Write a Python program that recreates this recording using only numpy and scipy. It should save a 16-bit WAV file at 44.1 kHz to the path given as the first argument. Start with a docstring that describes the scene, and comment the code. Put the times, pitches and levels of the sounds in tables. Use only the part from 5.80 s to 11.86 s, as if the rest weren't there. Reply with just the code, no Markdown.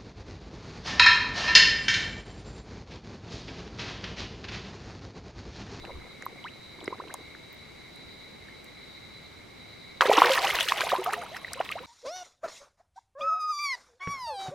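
"""Two distant insect choruses trill throughout, over the faint rumble of the night.
At first a hand holds a large fish in shallow water, which laps, drips and plops around it.
At 4.2 s the fish bolts: its tail slaps the surface, and the trapped air resonates in big gulps.
The water churns and spray rains back, each small bubble ringing at its own pitch.
From about 5 s the wake bubbles away and the last drops fall."""
import sys
import numpy as np
from scipy import signal
from scipy.fft import rfft, irfft, next_fast_len
from scipy.io import wavfile
from scipy.ndimage import map_coordinates

SR = 44100
rng = np.random.default_rng(int(sys.argv[2]) if len(sys.argv) > 2 else 0)


def bounce(signal):
    """Save signal as a 16-bit WAV file at the path given by the first command-line argument."""
    frames = np.transpose(np.atleast_2d(signal))
    limited = np.clip(frames, -1, 1)
    pcm = np.round(limited * 32767).astype(np.int16)
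    wavfile.write(sys.argv[1], SR, pcm)


N = 267246

# Spectral shapes of the night air, the choruses and the splash: frequency_hz, relative_density_db
NIGHT_SPECTRUM = [(15, -36), (30, -27), (58, -5.5), (110, -3), (200, -3), (430, -5.5), (750, -11.5),
                  (1600, -15), (3100, -19), (5000, -23), (7000, -28.5), (10000, -33.5), (14000, -38),
                  (16000, -46)]
LOW_CHORUS_SPECTRUM = [(1500, -54), (1900, -8), (2040, -1), (2130, 4), (2260, 0.5), (2400, -9), (2900, -56)]
HIGH_CHORUS_SPECTRUM = [(3200, -35), (3650, -9.5), (3820, -1), (3930, 1.5), (4030, 2), (4160, -17),
                        (4600, -14), (5600, -42)]
CHURN_SPECTRUM = [(120, -15), (200, -5), (300, -13.5), (420, -2.5), (560, -0.5), (750, 1.5), (1100, 6),
                  (1600, -0.5), (2600, -22), (5000, -39)]
SPRAY_SPECTRUM = [(500, -52), (1200, -14), (1900, 2), (2900, 1), (4200, -4), (6000, -13.5), (9000, -28),
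                  (15000, -7)]
MIST_SPECTRUM = [(2500, -13), (5000, -1), (7000, -4), (10000, -4.5), (13000, -3), (16000, -21)]
# Likeness of the night air at left and right: frequency_hz, correlation
NIGHT_CORRELATION = [(60, 1), (130, 0.68), (290, -0.1), (640, -0.042), (1410, 0.33), (3100, 0.36),
                     (6820, 0.44), (15000, 0.094)]
# Puffs of air on the microphone: peak_s, level_db, decay_s
AIR_PUFFS = [(.01, -50.5, 0.17), (.165, -39.5, .04), (4.57, -52, 0.046), (4.745, -51, 0.017)]
# Decay of the echo from the bank: frequency_hz, t60_s
BANK_DECAY = [(200, 0.081), (1500, 0.04), (5000, 0.04), (14000, 0.0093)]
# Hand and fins stir the water: peak_s, level_db, decay_s
WATER_STIRS = [(.05, -45.5, 0.18), (.42, -55, 0.52), (1.035, -44, 0.023), (1.16, -42, 0.075),
               (1.24, -47.5, 0.18), (2.2, -58, 0.079)]
# Bubbles that stand out: start_s, level_db, pitch_hz, ring_cycles, climb_octaves (negative acts as 0)
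SINGLE_BUBBLES = [(.0428, -29, 356, 1.33, 2.5), (.1037, -31, 580, 2, 0), (.424, -24.5, 1620, 2.1, 0.3),
                  (.4644, -19.5, 1090, 3.2, 0), (.6415, -31.5, 3120, 6.7, 0), (.645, -35.5, 853, 42, 2),
                  (1.027, -33.5, 357, 2.1, 0), (1.058, -38, 5050, 17, 0), (1.078, -10, 980, 0.54, 1),
                  (1.0791, -20.5, 2040, 3.6, 0), (1.0785, -15.5, 385, 1.3, 0), (1.1244, -21, 412, .7, -0.5),
                  (1.126, -27.5, 950, 9.4, 0.23), (1.2, -28, 920, 7, 0.43), (1.302, -39, 1395, 16, 0.7),
                  (1.3425, -23.5, 820, 1.9, 0.36), (1.5501, -31.5, 1600, 2.3, 0.1),
                  (2.6852, -40.5, 1660, 10, 0.2), (4.2203, -9.5, 915, 5.1, 0.46),
                  (4.2554, -10.5, 533, 1.5, -1), (4.283, -20, 419.4, 18, -0.16),
                  (4.3148, -6.5, 825, 4.3, 0), (4.332, -14.5, 448, 4.3, 0), (4.3715, -21, 870, 7.6, 0.8),
                  (4.3781, -18, 314, 4.8, -0.06), (4.378, -10, 2760, 3.6, -0.05),
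                  (4.386, -18.5, 3400, 15, 0.2), (4.445, -9.5, 1220, 3.5, 0.5), (4.4496, -23, 479, 11, 0),
                  (4.4992, -18.5, 533, 17, 0), (4.5174, -17, 2520, 11, 1), (4.5764, -13, 1810, 6.7, 0),
                  (4.5835, -10, 1040, 2.1, -1.3), (4.6438, -18, 803, 7.3, 0), (4.671, -14, 2860, 6.1, -0.6),
                  (4.7013, -18.5, 2045, 17, .1), (4.7873, -13.5, 2700, 6.2, 0),
                  (4.7875, -21, 1240, 6.6, 0.6), (4.8851, -30, 2267, 20, 1.4), (4.9202, -8, 1100, 3.5, 0),
                  (4.9211, -12, 1660, 2.7, 0.5), (5.0076, -18, 1920, 2.2, 1),
                  (5.0122, -22.5, 1020, 8.6, 1.3), (5.0167, -20.5, 1540, 7, .07),
                  (5.0678, -23.5, 610, 4, 1), (5.1182, -13, 1005, 3.8, .26),
                  (5.1256, -16.5, 575, 3.9, 0.35), (5.1307, -13.5, 506, 5.2, .93),
                  (5.1516, -15, 966, 3.6, -0.66), (5.184, -26.5, 375, 9.4, 0),
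                  (5.214, -33.5, 584, 11.5, 0.7), (5.2705, -23, 683, 19, 0.24), (5.284, -29, 760, 17, 1.6),
                  (5.308, -18, 1510, 1.4, -2), (5.328, -37, 420, 27, -0.15), (5.334, -14.5, 1230, 3.2, 0),
                  (5.339, -16.5, 1870, 4.4, -1.6), (5.3763, -31, 703, 20, -1.5),
                  (5.4155, -36, 1124, 14, 0.5), (5.432, -35.5, 757, 12, .22), (5.515, -40.5, 592, 32, 0.6),
                  (5.5462, -28, 1910, 6.4, 0), (5.5617, -33, 1105, 12, 0.7), (5.6464, -24.5, 2000, 10, 0),
                  (5.68, -35, 1600, 11, 0.5), (5.735, -36, 1220, 19, 1.5), (5.7932, -32, 2910, 11, 0),
                  (5.8027, -14.5, 561, 3.9, 0.62), (5.8082, -24.5, 954, 5, 1.5),
                  (5.901, -32.5, 1120, 16, 0.2), (5.9208, -22, 2060, 9.7, .5),
                  (5.9545, -29.5, 579, 11.4, 0.7), (5.98, -37.5, 940, 19.5, 2.8),
                  (6.033, -40, 863, 12, 0.5)]
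# Drops tick on the surface: start_s, level_db, centre_hz, half_width_octaves
DROP_TICKS = [(0.051, -29.5, 2200, 0.48), (.423, -40, 6750, .3), (0.456, -34, 13300, .09),
              (1.006, -36, 3300, .2), (1.043, -37.5, 8500, .25), (1.283, -38, 2700, .3),
              (1.3405, -23.5, 6200, 0.77), (1.728, -43, 14600, .12), (1.745, -47, 14500, .12),
              (2.160, -45, 9300, 0.23), (2.844, -42, 10000, 0.55), (4.370, -17.5, 5500, .2),
              (4.459, -12.5, 3430, 0.49), (4.535, -24, 7500, 0.26), (4.739, -24.5, 12500, 0.24),
              (4.830, -25, 8200, 0.2), (4.887, -16, 3530, .45), (5.008, -16, 4000, 0.53),
              (5.162, -26, 3170, .25), (5.24, -24, 2740, 0.25), (5.244, -25.5, 12300, 0.18),
              (5.334, -24.5, 8600, 0.44), (5.443, -39, 9500, .3), (5.568, -39, 7000, 0.86),
              (5.733, -19.5, 7000, 0.63), (5.891, -21, 2160, 0.36), (5.915, -30, 9400, 0.46)]
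# Sheets of thrown water land: peak_s, churn_relative_db, spray_relative_db, decay_s
WATER_SHEETS = [(4.209, -17, -24, 0.02), (4.259, -21.5, -28.5, 0.013), (4.329, -24.5, -22, 0.02),
                (4.378, -22, -28, 0.022), (4.441, -22.5, -26, 0.055), (4.534, -27.5, -22, 0.025),
                (4.647, -29, -33.5, 0.037), (4.702, -43.5, -24.5, 0.014), (4.751, -54, -26, 0.014),
                (4.804, -36, -25, 0.024), (4.887, -49, -25, 0.021), (4.976, -31.5, -31, 0.021),
                (5.008, -27.5, -30, .018), (5.07, -30, -37, 0.01), (5.093, -61, -30.5, 0.025),
                (5.16, -36, -50, 0.012), (5.264, -33.5, -41.5, 0.042), (5.333, -34.5, -36.5, 0.02),
                (5.418, -38.5, -43.5, 0.028), (5.567, -46, -36.5, .01), (5.802, -37.5, -38.5, 0.015),
                (5.845, -44.5, -43, 0.027), (5.915, -46, -38, 0.02)]
# The tail strikes and traps a pocket of air: start_s, pocket_db, pocket_hz, ring_cycles, crack_db
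TAIL_SLAPS = [(4.2087, 1.5, 1180, 1.5, -10), (4.296, -3, 485, 2.16, -24), (4.3814, -2.5, 853, 3.2, -24),
              (4.4189, 3.5, 860, 2.3, -15)]

BOLT_S, BUILD_S, AIRBORNE_S = 4.21, 0.16, 0.8  # the fish bolts; the wash's rise time; the spray's flight
SHEET_ATTACK_S, MIST_SHEET_DB = 0.0053, -12.5  # the mist's share of each sheet, relative to the spray
SLAP_CLIMB_OCTAVES, CRACK_PITCH_RATIO = 0.37, 2.93  # the pocket's pitch rise; crack pitch over pocket's
LOW_CHORUS_DB, HIGH_CHORUS_DB = -55.5, -54
SWELL_DB, SWELL_PERIOD_S, SWELL_PEAK_S = 1.2, 0.806, 2.43  # the high chorus swells and ebbs
BAND_LIMIT_HZ = 15900


def amp(db):
    """Amplitude ratio of a level in decibels."""
    return 10 ** (np.asarray(db) / 20)


def unit(x):
    """Normalisation to rms 1."""
    return x / np.sqrt(np.mean(x ** 2) + 1e-20)


def along(points, hz):
    """Interpolation of (frequency_hz, value) points on a logarithmic axis."""
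    knots_hz, values = np.transpose(points)
    return np.interp(np.log(hz + 1), np.log(knots_hz + 1), values)


def wobble(rate_hz):
    """Random modulation: a smooth curve through Gaussian knots."""
    knots = rng.standard_normal(int(N * rate_hz / SR) + 4)
    return map_coordinates(knots, [np.arange(N) * rate_hz / SR])


def filtered(x, response):
    """Zero-phase filtering: the spectrum times a response of frequency."""
    size = next_fast_len(N + SR // 2)
    return irfft(rfft(x, size) * response(np.fft.rfftfreq(size, 1 / SR)), size)[..., :N]


def coloured(x, spectrum):
    """Minimum-phase filtering, so that no ringing precedes an onset; the result has rms 1."""
    size = 4096
    cepstrum = irfft(np.log(amp(along(spectrum, np.fft.rfftfreq(size, 1 / SR)))))
    cepstrum[1:size // 2] *= 2
    cepstrum[size // 2 + 1:] = 0
    impulse_response = irfft(np.exp(rfft(cepstrum)))
    return unit(signal.fftconvolve(x, impulse_response[None], axes=1)[:, :N])


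def stereo_noise(spectrum, correlation):
    """Partly coherent noise of rms 1: the balance of mid and side sets the left-right correlation."""
    def response(hz):
        angle = np.arccos(np.clip(along(correlation, hz), -1, 1)) / 2
        return amp(along(spectrum, hz)) * [np.cos(angle), np.sin(angle)]
    mid, side = filtered(rng.standard_normal((2, N)), response)
    return unit(np.array([mid + side, mid - side]))


def swells(rows, attack_s):
    """Incoherent swells add in power; each rises and decays exponentially."""
    t = np.arange(N) / SR
    gains = (amp(db) * np.exp(np.minimum((t - peak_s) / attack_s, (peak_s - t) / decay_s))
             for peak_s, db, decay_s in rows)
    return np.sqrt(sum(gain ** 2 for gain in gains))


def add(track, start_s, sound):
    """Superposition of a sound on a track."""
    part = track[..., max(round(start_s * SR), 0):][..., :sound.shape[-1]]
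    part += sound[..., :part.shape[-1]]


def night(draught_db=-68):
    """Ambient noise: far rumble and hiss, with slow pressure fluctuations of air on the microphone."""
    air_spectrum = [(12, -4), (25, -6), (45, 0), (80, -2.0), (160, -30), (400, -60), (1000, -100)]
    air = stereo_noise(air_spectrum, [(50, 0.84)])
    buffeting = np.hypot(swells(AIR_PUFFS, attack_s=.025), amp(draught_db)) * air
    return amp(-50.5) * stereo_noise(NIGHT_SPECTRUM, NIGHT_CORRELATION) + buffeting


def insects():
    """Incoherent summation: countless distant callers blur into two flickering bands of noise."""
    swell_db = SWELL_DB * np.cos(2 * np.pi * (np.arange(N) / SR - SWELL_PEAK_S) / SWELL_PERIOD_S)
    low_gain = amp(LOW_CHORUS_DB + 1.7 * wobble(35) + .7 * wobble(6))
    low = low_gain * stereo_noise(LOW_CHORUS_SPECTRUM, [(2100, 0.89)])
    high_gain = amp(HIGH_CHORUS_DB + swell_db + 1.3 * wobble(45) + 1.2 * wobble(8))
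    high = high_gain * stereo_noise(HIGH_CHORUS_SPECTRUM, [(3900, 0.49)])
    return low + high


def bank_echo(x):
    """Diffuse scattering: the bank returns a short echo whose treble dies first."""
    hz, t, noise = signal.stft(rng.standard_normal((2, SR // 3)), SR, nperseg=256)
    decay = amp(-60 * t / along(BANK_DECAY, hz)[:, None])
    mid, side = signal.istft(noise * decay, SR, nperseg=256)[1]
    impulse_response = np.array([mid + 0.063 * side, mid - 0.05 * side]) / np.linalg.norm(mid)
    delayed = np.pad(x.mean(0), (SR // 300, 0))
    return signal.fftconvolve(delayed[None], impulse_response, axes=1)[:, :N]


def bubble(t, hz, life_s, octaves_per_s):
    """Minnaert resonance: trapped air rings, its pitch climbing as it nears the surface and bursts."""
    age = t / life_s
    octaves = np.minimum(octaves_per_s * t, 2)
    pitch_hz = np.minimum(hz * np.exp2(octaves), SR / 2)
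    envelope = (1 - np.exp(-2 * hz * t)) * np.exp(-age * np.sqrt(age))
    intact = np.minimum((2 - octaves) * 4, 1)  # silent after a climb of two octaves
    return envelope * intact * np.sin(2 * np.pi * np.cumsum(pitch_hz, axis=-1) / SR)


def swarm(start_s, low_hz, high_hz, cycles, climb_octaves, spread_db, width, count, samples):
    """Independent resonators: random bubbles from start_s on, many faint and a few loud, at rms 1."""
    when, pitch, length, strength, place, lift = rng.random((count, 6)).T[:, :, None]
    hz = low_hz * (high_hz / low_hz) ** pitch
    life_s = np.minimum(cycles * 3 ** (2 * length - 1) / hz, samples / SR / 2)
    gain = amp(spread_db * -np.log(.03 + .97 * strength)) / np.sqrt(life_s)
    polarity = np.sign(rng.standard_normal((count, 1)))
    rings = gain * polarity * bubble(np.arange(samples) / SR, hz, life_s, 2 * climb_octaves * lift / life_s)
    onset_s = start_s + when * (N / SR - start_s)
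    index = ((onset_s * SR).astype(int) + np.arange(samples)).ravel()
    pan = width * (2 * place - 1)
    channels = [np.bincount(index, (rings * (1 + side * pan)).ravel(), N)[:N] for side in (1, -1)]
    return unit(np.array(channels))


def plop(db, hz, cycles, climb_octaves, low_cut_hz=170):
    """One resonating bubble; a source small against the wavelength radiates little bass."""
    life_s = max(cycles, .5) / hz
    ring = amp(db) * bubble(np.arange(SR // 8) / SR, hz, life_s, max(climb_octaves, 0) / life_s)
    return signal.sosfilt(signal.butter(2, low_cut_hz, "highpass", fs=SR, output="sos"), ring)


def crack(db, centre_hz, half_width_octaves, decay_s=0.0012, spread=0.22):
    """Impact transient: a blow on the surface radiates a brief band of noise."""
    burst = rng.standard_normal((2, SR // 40)) * np.exp(-np.arange(SR // 40) / SR / decay_s)
    edges_hz = centre_hz * 2 ** (np.array([-1, 1]) * max(half_width_octaves, .03))
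    band = signal.butter(2, np.minimum(edges_hz, SR / 2 - 1), "bandpass", fs=SR, output="sos")
    mid, side = signal.sosfilt(band, burst)
    return amp(db) / np.abs(mid).max() * np.array([mid + spread * side, mid - spread * side])


def lapping():
    """Air entrainment: hand and fins stir in small, heavily damped bubbles."""
    water = swarm(0, 276, 1740, cycles=2.4, climb_octaves=0.068,
                  spread_db=3.0, width=0.12, count=1300, samples=450)
    spectrum = [(120, -4), (300, 2), (700, -3.0), (1500, -7.5), (4000, -8)]
    return swells(WATER_STIRS, attack_s=0.037) * coloured(water, spectrum)


def plops_and_drips():
    """Resonance and impact: single bubbles ring and drops tick around the fish and in its wake."""
    out = np.zeros((2, N))
    for start_s, db, hz, cycles, climb_octaves in SINGLE_BUBBLES:
        add(out, start_s, plop(db, hz, cycles, climb_octaves))
    for start_s, db, centre_hz, half_width_octaves in DROP_TICKS:
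        add(out, start_s, crack(db, centre_hz, half_width_octaves))
    return out


def wash(level_db, sag_db_per_s, fall_db_per_s, rest_db):
    """Two-slope decay: the gain builds, sags while water is airborne, then falls to a trickle."""
    age_s = np.maximum(np.arange(N) / SR - BOLT_S, 0)
    decay_db = level_db - sag_db_per_s * age_s - fall_db_per_s * np.maximum(age_s - AIRBORNE_S, 0)
    return np.hypot(np.minimum(age_s / BUILD_S, 1) * amp(decay_db), amp(rest_db))


def wake():
    """Buoyancy: once the spray is down, slow bubbles well up and ring among the last small drops."""
    landed_s = BOLT_S + AIRBORNE_S
    gurgle = swarm(landed_s, 437.4, 1300, cycles=10, climb_octaves=0.198,
                   spread_db=5.0, width=0.046, count=44, samples=4000)
    drops = swarm(landed_s, 2190, 11800, cycles=6.7, climb_octaves=0.061,
                  spread_db=3, width=0.5, count=220, samples=500)
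    return (wash(-38.5, sag_db_per_s=4.5, fall_db_per_s=27, rest_db=-61) * gurgle
            + wash(-46.5, sag_db_per_s=5.5, fall_db_per_s=36, rest_db=-71) * drops)


def splash():
    """Smaller bubbles resonate higher: churned water gurgles, spray patters in clumps, mist fizzes."""
    churn = swarm(BOLT_S, 302.5, 1790, cycles=6.0, climb_octaves=0.096,
                  spread_db=2.0, width=0.027, count=1000, samples=1200)
    spray = swarm(BOLT_S, 1224, 6510, cycles=5.6, climb_octaves=0.066,
                  spread_db=5.0, width=0.13, count=4000, samples=400)
    mist = swarm(BOLT_S, 4110, 15040, cycles=10.4, climb_octaves=0.013,
                 spread_db=2.5, width=1.0, count=4200, samples=220)
    crackle = swarm(BOLT_S, 2850, 22000, cycles=0.64, climb_octaves=0,
                    spread_db=1.0, width=0.86, count=200, samples=80)
    share = np.sqrt(1 - BOLT_S / (N / SR))  # the swarms sound only after the bolt
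    foam = share * (rng.standard_normal(N) + .5 * rng.standard_normal((2, N)))  # countless merged drops
    clumps = wobble(45)
    heave = swells([(s, db, decay_s) for s, db, _, decay_s in WATER_SHEETS], SHEET_ATTACK_S)
    shower = swells([(s, db, decay_s) for s, _, db, decay_s in WATER_SHEETS], SHEET_ATTACK_S)
    churn_gain = np.hypot(heave, wash(-26, sag_db_per_s=18, fall_db_per_s=14, rest_db=-57))
    spray_gain = np.hypot(shower, wash(-29.5, sag_db_per_s=10.5, fall_db_per_s=36, rest_db=-55))
    mist_gain = np.hypot(amp(MIST_SHEET_DB) * shower,
                         wash(-41.5, sag_db_per_s=4.5, fall_db_per_s=48, rest_db=-67))
    out = churn_gain * coloured(churn, CHURN_SPECTRUM)
    out += spray_gain * amp(1.1 * clumps) * coloured(spray + 0.65 * foam + 0.52 * crackle, SPRAY_SPECTRUM)
    out += mist_gain * amp(2 * clumps) * coloured(mist + 1.7 * foam + 0.57 * crackle, MIST_SPECTRUM)
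    onset = np.clip((np.arange(N) / SR - BOLT_S) / 0.002, 0, 1)
    return onset * share * out


def tail_slaps():
    """Impact and cavity resonance: each slap cracks, and the air trapped under it gulps."""
    out = np.zeros((2, N))
    for start_s, db, hz, cycles, crack_db in TAIL_SLAPS:
        gulp = plop(db, hz, cycles, SLAP_CLIMB_OCTAVES)
        hit = crack(crack_db, CRACK_PITCH_RATIO * hz, half_width_octaves=0.35, decay_s=0.0018, spread=0.27)
        add(out, start_s, gulp)
        add(out, start_s, hit)
    return out


def scene():
    """Superposition: close water, slightly to the right, and its weak echo against the open night."""
    water = tail_slaps() + plops_and_drips() + splash() + wake() + lapping()
    return water * amp([[-.4], [.4]]) + amp(-18) * bank_echo(water) + insects() + night()


def record(dry):
    """Saturation and band limiting: peaks stop at full scale and the highest treble is removed."""
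    return filtered(np.clip(dry, -1, 1), lambda hz: hz < BAND_LIMIT_HZ)


dry = scene()
out = record(dry)
bounce(out)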